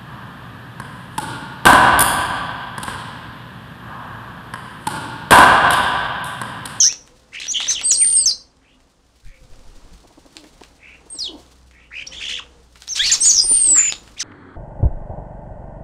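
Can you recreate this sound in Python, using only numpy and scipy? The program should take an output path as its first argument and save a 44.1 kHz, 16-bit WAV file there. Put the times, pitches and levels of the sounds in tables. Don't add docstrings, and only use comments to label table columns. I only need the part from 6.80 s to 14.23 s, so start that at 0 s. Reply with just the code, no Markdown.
import sys
import numpy as np
from scipy import signal
from scipy.fft import rfft, irfft, next_fast_len
from scipy.io import wavfile
from scipy.ndimage import uniform_filter1d, minimum_filter1d, map_coordinates

SR = 44100
rng = np.random.default_rng(int(sys.argv[2]) if len(sys.argv) > 2 else 0)


def transcribe(signal):
    frames = np.atleast_2d(signal).T
    limited = np.clip(frames, -1, 1)
    pcm = np.round(limited * 32767).astype(np.int16)
    wavfile.write(sys.argv[1], SR, pcm)


N = 327663
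TIME = np.arange(N) / SR

# f/Hz, relative level/dB
RASP_SPECTRUM = [(500, -24.5), (1200, -14), (2500, -11), (4000, -2), (6300, -1), (9000, -10.5),
                 (10300, -16.5), (15000, -21)]
# f/Hz, relative level/dB
SCRATCH_SPECTRUM = [(600, -12), (1800, -1.5), (4500, 4), (8000, -2), (11000, -2), (15000, 3)]

ARCH_BEND = 1.7


def undb(db):
    return 10 ** (np.asarray(db) / 20)


def unit(x):
    return x / np.sqrt(np.mean(x ** 2) + 1e-18)


def colour(x, points):
    hz, db = np.transpose(points)
    size = next_fast_len(len(x))
    f = np.maximum(np.fft.rfftfreq(size, 1 / SR), 1)
    gain = undb(np.interp(np.log(f), np.log(hz), db))
    return irfft(rfft(x, size) * gain, size)[:len(x)]


def noise(size, points):
    return unit(colour(rng.standard_normal(size), points))


def wander(t, rate_hz):
    steps = (t - t[0]) * rate_hz
    return map_coordinates(rng.standard_normal(2 ** 15), [steps], order=3, mode="mirror")


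def breakpoints(points):
    return np.interp(TIME, *np.transpose(points))


def add(out, start_s, x):
    i = int(start_s * SR)
    out[i:i + len(x)] += x[:max(N - i, 0)]


def ringing(pulses, decay_s):
    return signal.lfilter([1], [1, -np.exp(-1 / (decay_s * SR))], pulses)


def swells(table):
    return sum(undb(db) * np.exp(-((TIME - s) / width_s) ** 2 / 2) for s, db, width_s in table)


def membrane(hz, second_db, third_db):
    phase = 2 * np.pi * np.cumsum(hz) / SR
    wave = np.sin(phase)
    for k, db in ((2, second_db), (3, third_db)):
        wave = wave + undb(db) * np.sin(k * phase) * (k * hz < SR / 2)
    return np.sqrt(2) * wave


def span(length_s, edge_s=.002):
    t = np.arange(0, length_s, 1 / SR)
    edge = np.clip(np.minimum(t, t[-1] - t) / edge_s, 0, 1)
    return t, np.sin(np.pi / 2 * edge) ** 2


def note(start_s, length_s, first_hz, top_hz, top_s, last_hz, db, attack_s, fade_db, fall_bend=ARCH_BEND):
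    onset_db, fade_bend = 14, 1.8
    t, gate = span(length_s)
    before = np.clip(1 - t / top_s, 0, 1)
    after = np.clip((t - top_s) / max(length_s - top_s, .001), 0, 1)
    hz = top_hz + (first_hz - top_hz) * before ** ARCH_BEND + (last_hz - top_hz) * after ** fall_bend
    swell = np.clip(1 - t / attack_s, 0, 1)
    fade = np.clip((t - attack_s) / max(length_s - attack_s, .001), 0, 1)
    return t, hz, gate * undb(db - onset_db * swell - fade_db * fade ** fade_bend)


def background():
    # f/Hz, relative level/dB
    background_spectrum = [(15, -31.5), (25, 3), (81, -5.5), (207, -9), (278, -7), (373, -12.5), (529, -10),
                           (588, -14.5), (691, -14), (1120, -15.5), (2300, -25.5), (3010, -24.5),
                           (6720, -27), (15000, -41)]
    # t/s, relative level/dB
    background_levels = [(0.0, -51), (0.43, -61.5), (0.95, -52.5), (1.43, -53.5), (1.68, -63), (2.44, -68),
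                         (2.73, -59), (4.61, -59.5), (5.09, -65), (5.36, -53), (6.04, -64.5), (6.27, -51),
                         (6.95, -49.5), (7.43, -56.5)]
    # t/s, level/dB
    mains_levels = [(0, -66), (2, -63), (4.3, -57), (4.7, -51.5), (7.43, -54.5)]
    # t/s, level/dB
    rustle_levels = [(0, -52.5), (1.7, -69), (2.3, -60.5), (2.7, -55.5), (3.3, -53), (3.85, -50),
                     (4.1, -64.5), (4.6, -48), (5.1, -69.5), (5.8, -61.5), (6.3, -28), (7.43, -55)]
    hiss_gain_db, mains_hz = 8, 59
    grains_per_s, grain_spread_db, grain_decay_s = 160, 8, .0088

    hiss_db = breakpoints(background_levels) + hiss_gain_db + 1.4 * wander(TIME, 6.8)
    hiss = noise(N, background_spectrum) * undb(hiss_db)

    mains_db = breakpoints(mains_levels) + 1.4 * wander(TIME, 10)
    mains = membrane(mains_hz * (1 + .048 * wander(TIME, 4.3)), -18.5, -17) * undb(mains_db)

    grain_gain = undb(grain_spread_db * np.clip(rng.standard_normal(N), -2, 2))
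    grains = (rng.random(N) < grains_per_s / SR) * grain_gain
    bursts = unit(ringing(grains, grain_decay_s))
    crackle = unit(colour((bursts + .71) * rng.standard_normal(N), SCRATCH_SPECTRUM))
    return hiss + mains + crackle * undb(breakpoints(rustle_levels))


def trill(t, rate_hz):
    phase = 2 * np.pi * np.cumsum(rate_hz * np.exp(.24 * wander(t, 90))) / SR
    swing = (np.sin(phase) - .18 * np.sin(2 * phase)) * (1 + .3 * wander(t, 130))
    return phase, swing


def squawks(table, second_db, hiss_db, chaos_hz):
    jag_hz, side_ratio, tract_hz = 340, .67, 6500
    effort_hz, effort_db, effort_pitch = 45, .97, .02
    hiss_rise = .37
    out = np.zeros(N)
    for *shape, trill_hz, depth_hz, first_rasp, last_rasp in table:
        t, hz, level = note(*shape)
        effort = wander(t, effort_hz)
        hz = hz * (1 + effort_pitch * effort)
        _, gate = span(shape[1], edge_s=.0039)
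        level = level * undb(effort_db * effort) * gate

        rasp = np.linspace(first_rasp, last_rasp, len(t)) * np.exp(.3 * wander(t, 60))
        rasp = np.clip(rasp, 0, 1)
        upper_shake, lower_shake = [
            jag_hz * np.sqrt(rasp) * wander(t, 350) + chaos_hz * rasp ** 2 * wander(t, 1800)
            for _ in range(2)]

        phase, upper_swing = trill(t, trill_hz)
        _, lower_swing = trill(t, trill_hz)
        lift_db = 11 * np.exp(-((2 * hz - tract_hz) / 1200) ** 2)
        upper = membrane(hz + depth_hz * upper_swing + upper_shake, second_db + lift_db, -34.5)
        lower = membrane(side_ratio * (hz + depth_hz * lower_swing + lower_shake), -5.5, -28)
        throb = 1 - np.clip(depth_hz / 800, 0, .9) * np.cos(phase - 3)

        side = .75 * rasp
        hiss = undb(hiss_db) * rasp ** 1.3 * (np.abs(hz) / tract_hz) ** hiss_rise
        air = hiss * noise(len(t), RASP_SPECTRUM) * undb(2 * wander(t, 400))
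        voice = throb * (upper + side * lower) + air
        add(out, shape[0], level * voice / np.sqrt(1 + side ** 2 + hiss ** 2))
    return out


def near_squawks():
    # start/s, length/s, first f/Hz, top f/Hz, top after/s, last f/Hz, level/dB, attack/s, fade/dB,
    # mean trill rate/Hz, trill depth/Hz, rasp at start/0-1, rasp at end/0-1
    squawk_notes = [ (0, 0.084, 6660, 5815, 0.031, 6075, -7, 0.00059, 5, 152.8, 456, 0.07, 0.07),
                    (.52, .08, 1925, 2529, .04, 2990, -31.5, 0.03, 1.5, 74.2, 370, 0.38, .1),
                    (.598, 0.082, 3406, 3330, .03, 3355, -30.5, 0.0028, 4, 71.4, 610, 0.44, 0.21),
                    (.677, 0.052, 6080, 5890, 0.017, 6820, -21.5, 0.0064, -2, 61.3, 37, .02, 0.19),
                    (.731, 0.063, 4000, 3070, 0.027, 3370, -17.5, .024, 12, 89.9, 266, 0.05, 0.24),
                    (.792, 0.089, 3450, 3550, 0.014, 3564, -22, .006, 9, 89.8, 460, 0.19, 0.34),
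                    (.875, 0.072, 5380, 6050, .012, 5870, -14, 0.017, 13.5, 57, 34, 0.03, 0.66),
                    (.945, 0.08, 3750, 2984, 0.046, 3100, -22, 0.0024, 14, 87.3, 270, 0.06, 0.24),
                    (5.105, 0.13, 1400, 2532, 0.054, 2550, -30, .04, 4, 70.14, 385, .1, 0.15),
                    (5.265, 0.021, 4250, 5670, 0.015, 5560, -26.5, 0.0085, 12.5, 59.9, 5, 0.23, 0.13),
                    (5.31, 0.1, 2730, 3310, 0.035, 3420, -33.5, 0.015, 1, 62.3, 210, 0.44, 0.1),
                    (5.395, 0.13, 2180, 3140, 0.044, 3230, -26, 0.025, 6, 62.7, 385, 0.36, 0.21),
                    (5.481, 0.12, 2900, 3100, 0.059, 3260, -26, .012, 3.5, 61.9, 410, 0.51, 0.08),
                    (6.084, 0.056, 4940, 6340, 0.016, 5200, -25.5, 0.0041, -5, 62, 34, 0, 0.08),
                    (6.15, 0.041, 5790, 5550, .006, 2990, -21, 0.0049, -0.5, 69.1, 230, 0.67, 0.7),
                    (6.189, 0.053, 3090, 3746, .031, 3510, -12, 0.0076, 14, 67.6, 103, .03, 0.3),
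                    (6.233, 0.078, 3420, 4680, .023, 3290, -16, 0.0034, 4.5, 70.3, 120, .42, .28),
                    (6.311, .055, 4494, 6950, 0.016, 3370, -9.5, 0.0057, 15, 64, 81, .05, .85),
                    (6.411, .11, 5300, 6850, 0.045, 6400, -7.5, 0.062, 2, 101, 57, .1, 0.13),
                    (6.52, 0.088, 6340, 6340, 0.0094, 4664, -15.5, .001, -8, 99.6, 400, 0.09, 0.03),
                    (6.948, 0.16, 1521, 2598, .11, 2473, -25, 0.015, 4.5, 54, 350, .45, 0.17),
                    (7.364, 0.026, 2300, 2446, .008, 4510, -42, .006, -12, 60, 20, 0.35, 0.33),
                    (7.39, .043, 4700, 6160, .012, 3680, -19.5, 0.015, 8, 61.8, 170, 0.15, 0.75), ]
    return squawks(squawk_notes, second_db=-25, hiss_db=3.5, chaos_hz=964)


def glides(table, jitter, jitter_hz, flutter_db, overtone_db, edge_s, fade_db):
    out = np.zeros(N)
    for start_s, length_s, first_hz, last_hz, db in table:
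        t, gate = span(length_s, edge_s)
        share = t / length_s
        hz = first_hz * (last_hz / first_hz) ** share
        tone = membrane(hz * (1 + jitter * wander(t, jitter_hz)), overtone_db, overtone_db - 5.5)
        level_db = db - fade_db * (share - .5) + flutter_db * wander(t, jitter_hz / 2)
        add(out, start_s, gate * undb(level_db) * tone)
    return out


def undertones():
    # start/s, length/s, first f/Hz, last f/Hz, mid-length level/dB
    undertone_notes = [ (0, 0.042, 3350, 2990, -29.5), (.035, 0.086, 1400, 2910, -35.5),
                       (.034, 0.098, 3790, 3400, -42.5), (.888, 0.0287, 2830, 1363, -35),
                       (1.02, 0.0178, 5810, 5350, -37), (1.043, .072, 4948, 4200, -30),
                       (1.21, 0.043, 2750, 1645, -34), (1.365, .085, 5350, 4350, -28),
                       (4.35, .055, 5140, 3300, -49), (5.582, .024, 2100, 942, -37),
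                       (6.192, 0.086, 1543, 3000, -26), (6.272, 0.036, 5807, 4620, -23.5),
                       (6.296, 0.017, 1825, 1710, -27.5), (6.312, 0.016, 2940, 2250, -24),
                       (6.325, .042, 1707, 892, -43.5), (6.428, 0.043, 5750, 4620, -21),
                       (7.095, 0.027, 5050, 5350, -30), (7.391, 0.044, 3100, 1050, -35), ]
    return glides(undertone_notes, jitter=.028, jitter_hz=170, flutter_db=2,
                  overtone_db=-16.5, edge_s=.003, fade_db=3)


def far_tones():
    # start/s, length/s, first f/Hz, last f/Hz, mid-length level/dB
    far_notes = [(.6, 1.55, 266, 261, -63), (.05, .9, 490, 520, -64), (1.05, 0.63, 525, 495, -58.5),
                 (2.48, .47, 535, 500, -63), (5.14, 0.29, 547, 534, -58), (5.45, 0.43, 492, 454, -55.5)]
    return glides(far_notes, jitter=.028, jitter_hz=45, flutter_db=3,
                  overtone_db=-25.5, edge_s=.081, fade_db=9)


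def light_pecks():
    first_s, last_s = (1.9, 6.6)
    pecks_per_s, knock_db, tick_db, scatter_db = 3.5, -64.5, -59, 9
    chance = rng.random((int((last_s - first_s) * pecks_per_s), 3))
    return [(first_s + when * (last_s - first_s),
             knock_db + scatter_db * (2 * low - 1),
             tick_db + scatter_db * (2 * high - 1)) for when, low, high in chance]


def pecks():
    # t/s, relative level of low knock/dB, relative level of bright tick/dB
    strikes = [(.125, -40, -27.5), (.275, -53, -45.5), (.599, -41, -32), (0.667, -42, -30),
               (.803, -29.5, -42), (0.868, -32.5, -33), (1.013, -31, -29), (1.116, -37, -17),
               (1.768, -72, -55.5), (3.567, -43.5, -31), (3.64, -46, -49), (3.809, -49, -45.5),
               (3.835, -43.5, -42.5), (5.956, -43, -48.5), (6.02, -43.5, -35.5), (6.078, -48.5, -32.5),
               (6.236, -42, -29), (7.123, -35.5, -22.5), (7.276, -46.5, -56)]
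    # f/Hz, relative level/dB
    knock_spectrum = [(150, -19), (500, -7), (1600, 1.5), (3000, -1.5), (5000, -17)]
    # f/Hz, relative level/dB
    tick_spectrum = [(1800, -23.5), (3600, 5), (5500, -1.5), (7500, -2), (11000, -20.5), (15000, -12)]
    knock_t60_s, tick_t60_s, gain_db = .071, .012, 1
    crack_db, crack_s = 9, .00066
    out, t = np.zeros(N), np.arange(4096) / SR
    contact = 1 + undb(crack_db) * np.exp(-t / crack_s)
    for s, low_db, high_db in strikes + light_pecks():
        knock = undb(low_db + gain_db - 60 * t / knock_t60_s) * noise(len(t), knock_spectrum)
        tick = undb(high_db + gain_db - 60 * t / tick_t60_s) * noise(len(t), tick_spectrum)
        add(out, s + .001, contact * (knock + tick))
    return out


def tumble(start_s, length_s, first_hz, last_hz, db, fade_db):
    step_s, slide_share, step_dip_db, bend = .018, .25, 4, .85
    t, gate = span(length_s)
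    step, within = np.divmod(t / step_s, 1)
    slip = np.clip((within - 1) / slide_share + 1, 0, 1)
    stairs = step + .75 * slip + .25 * within
    hz = first_hz * (last_hz / first_hz) ** (stairs / stairs[-1]) ** bend
    return t, hz, gate * undb(db - step_dip_db * within - fade_db * (t / length_s) ** 2)


def screams():
    # start/s, length/s, first f/Hz, top f/Hz, top after/s, last f/Hz,
    # level/dB, attack/s, fade/dB, exponent of pitch fall, nominal tick rate/Hz
    scream_notes = [ (1.032, 0.085, 7600, 8360, .042, 7400, -13.5, .02, 3, 1.9, 100.2),
                    (1.12, 0.31, 7930, 8880, 0.13, 8490, -10, .09, 9.5, 2.2, 73.86),
                    (1.351, .105, 8260, 8430, .012, 7350, -11.5, .002, 15, 2.6, 133.2),
                    (4.3, 0.092, 8400, 8450, .022, 7100, -32.5, 0.0012, 5.5, 2.2, 101),
                    (6.403, 0.097, 7700, 8460, 0.02, 7400, -15.5, 0.0031, 0.5, 3.2, 101),
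                    (6.612, 0.31, 8290, 9100, .1, 8000, -10.5, 0.11, 2.5, 1.25, 118.3),
                    (6.87, 0.13, 7720, 7906, 0.034, 7102, -15, 0.016, -8, 1.3, 132.4),
                    (6.987, .116, 7080, 7140, 0.045, 6900, -11.5, .001, 7.5, 1.26, 104), ]
    # start/s, length/s, first f/Hz, last f/Hz, level/dB, fade/dB
    tumble_notes = [(1.107, .057, 7100, 4065, -9.5, 9), (1.457, .064, 6325, 4146, -8, 11.5),
                    (4.387, .097, 5815, 3040, -21, 5), (6.492, 0.024, 6350, 4680, -0.5, 14)]
    # f/Hz, relative level/dB
    tick_train_spectrum = [(1500, -28), (2400, -15), (2950, -3.5), (3800, -11.5), (4800, 2), (5700, -7.5),
                           (7000, -7), (9000, -8), (14000, -25.5)]
    slack_hz, tight_jitter, slack_jitter, settling_jitter = 7400, .0025, .015, .011
    shimmer_db, settling_s = 2.1, .056
    tick_train_db, tumble_ticks_hz, tick_scatter = -21, 105, .09

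    notes = [(row[0], ticks_hz, *note(*row)) for *row, ticks_hz in scream_notes]
    notes += [(row[0], tumble_ticks_hz, *tumble(*row)) for row in tumble_notes]
    out = np.zeros(N)
    for start_s, ticks_hz, t, hz, level in notes:
        slack = np.clip((slack_hz - hz) / 2000 + .3, 0, 1)
        settling = np.exp(-t / settling_s)
        jitter = tight_jitter + slack_jitter * slack + settling_jitter * settling
        hz = hz * (1 + jitter * wander(t, 450))
        tone = membrane(hz, -32 + 13 * slack, -35) * undb(shimmer_db * wander(t, 110))

        cycles = np.floor(np.cumsum(ticks_hz * np.exp(tick_scatter * wander(t, 25))) / SR)
        bursts = ringing(np.diff(cycles, prepend=0), .00055)
        tick_train = unit(colour(bursts * rng.standard_normal(len(t)), tick_train_spectrum))
        tick_train = tick_train * (1 - settling) * (1 - slack)

        hiss = undb(-38 + 14 * slack) * noise(len(t), RASP_SPECTRUM)
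        add(out, start_s, level * (tone + undb(tick_train_db) * tick_train + hiss))
    return out


def far_squawks():
    # start/s, length/s, first f/Hz, top f/Hz, level/dB
    far_calls = [(1.8, .15, 1600, 2967, -57), (2.421, 0.16, 1601, 2276, -55),
                 (3.989, 0.17, 2196, 2475, -42), (4.905, .16, 2114, 2400, -50)]
    top_share, attack_s, fade_db = .94, .05, 2
    trill_hz, depth_hz, rasp = 64, 340, .282
    table = [(start_s, length_s, first_hz, top_hz, top_share * length_s, top_hz, db,
              attack_s, fade_db, trill_hz, depth_hz, rasp, rasp)
             for start_s, length_s, first_hz, top_hz, db in far_calls]
    return squawks(table, second_db=-48, hiss_db=-5, chaos_hz=1001)


def strokes():
    # first stroke/s, length/s, relative level/dB
    bouts = [(2.472, .04, -37), (2.63, .56, -42.5), (6.24, .04, -43), (6.39, .13, -45.5), (6.58, .22, -42),
             (6.87, .04, -42.5)]
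    wingbeat_hz, stroke_s = 11.9, .02
    return [(start_s + s, db, stroke_s) for start_s, length_s, db in bouts
            for s in np.arange(0, length_s, 1 / wingbeat_hz)]


def wings():
    # f/Hz, relative level/dB
    puff_spectrum = [(20, 7.5), (45, -4), (90, -19), (280, -20), (700, -51), (3000, -56.5)]
    puff_db, push_db, feather_db, push_hz = 1, -2, -16, 38
    puff = noise(N, puff_spectrum)
    push = membrane(push_hz * (1 + .19 * wander(TIME, 30)), -15, -8)
    feathers = noise(N, SCRATCH_SPECTRUM) * undb(5.6 * wander(TIME, 300))
    return swells(strokes()) * (undb(puff_db) * puff + undb(push_db) * push + undb(feather_db) * feathers)


def hollow():
    # centre/s, level/dB, standard deviation/s
    knock_swells = [(3.25, -45, .008), (3.312, -44.5, 0.0069), (3.385, -39.5, 0.0065), (3.46, -43, 0.0076),
                    (3.645, -44.5, 0.0088), (3.816, -36, 0.0035), (4.215, -49.5, .008),
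                    (4.27, -45.5, 0.0066), (4.356, -42.5, 0.0075), (4.54, -42.5, 0.061),
                    (6.645, -35, 0.0057), (6.718, -30, 0.0096), (6.92, -40, 0.048)]
    # f/Hz, width/Hz, relative level/dB
    modes = [(308.5, 133, 0), (457, 250, -6), (704, 67, -5.5), (953, 280, -9)]
    # start/s, length/s, first f/Hz, last f/Hz, mid-length level/dB
    hum_notes = [(3.555, 0.12, 323.5, 283, -47), (4.485, 0.11, 348, 289, -41),
                 (6.872, 0.111, 327, 292, -40)]
    f = np.fft.rfftfreq(N, 1 / SR)
    body = sum(undb(db) / (1 + (2 * (f - hz) / width_hz) ** 2) for hz, width_hz, db in modes)
    resonant = unit(irfft(rfft(rng.standard_normal(N)) * body, N))
    hums = glides(hum_notes, jitter=.057, jitter_hz=118.6, flutter_db=2.5,
                  overtone_db=-12, edge_s=.004, fade_db=.5)
    return swells(knock_swells) * resonant + hums


def garden_echo(x):
    t60_s, first_s, early_db, early_s = .27, .0044, 5, .02
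    t = np.arange(SR * 3 // 4) / SR
    scatter = rng.standard_normal(len(t)) * undb(3 * wander(t, 250))
    decay = undb(-60 * t / t60_s + early_db * np.exp(-t / early_s))
    response = unit(scatter * decay * (t > first_s)) / np.sqrt(len(t))
    echo = signal.fftconvolve(x, response)[:N]
    return colour(echo, [(300, 3), (2500, 0), (5500, 1), (8500, -4), (14000, -6)])


def scene():
    near = near_squawks() + undertones() + pecks() + screams() + wings()
    far = far_squawks()
    echo = garden_echo(undb(-7.5) * near + undb(-3.5) * far)
    return (near + undb(-3) * far + echo + far_tones() + hollow() + background())[None]


def limiter(x, ceiling=.72):
    gain = np.minimum(1, ceiling / (np.abs(x) + 1e-9))
    return x * uniform_filter1d(minimum_filter1d(gain, size=129), size=129)


def record(dry):
    # f/Hz, gain/dB
    response = [(20, -1), (9100, -1.5), (9900, -5), (12000, -12), (15000, -19)]
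    top_hz = 15500
    sos = signal.ellip(8, .2, 70, top_hz, fs=SR, output="sos")
    return signal.sosfilt(sos, limiter(colour(dry[0], response)))[None]


dry = scene()
out = record(dry)
transcribe(out)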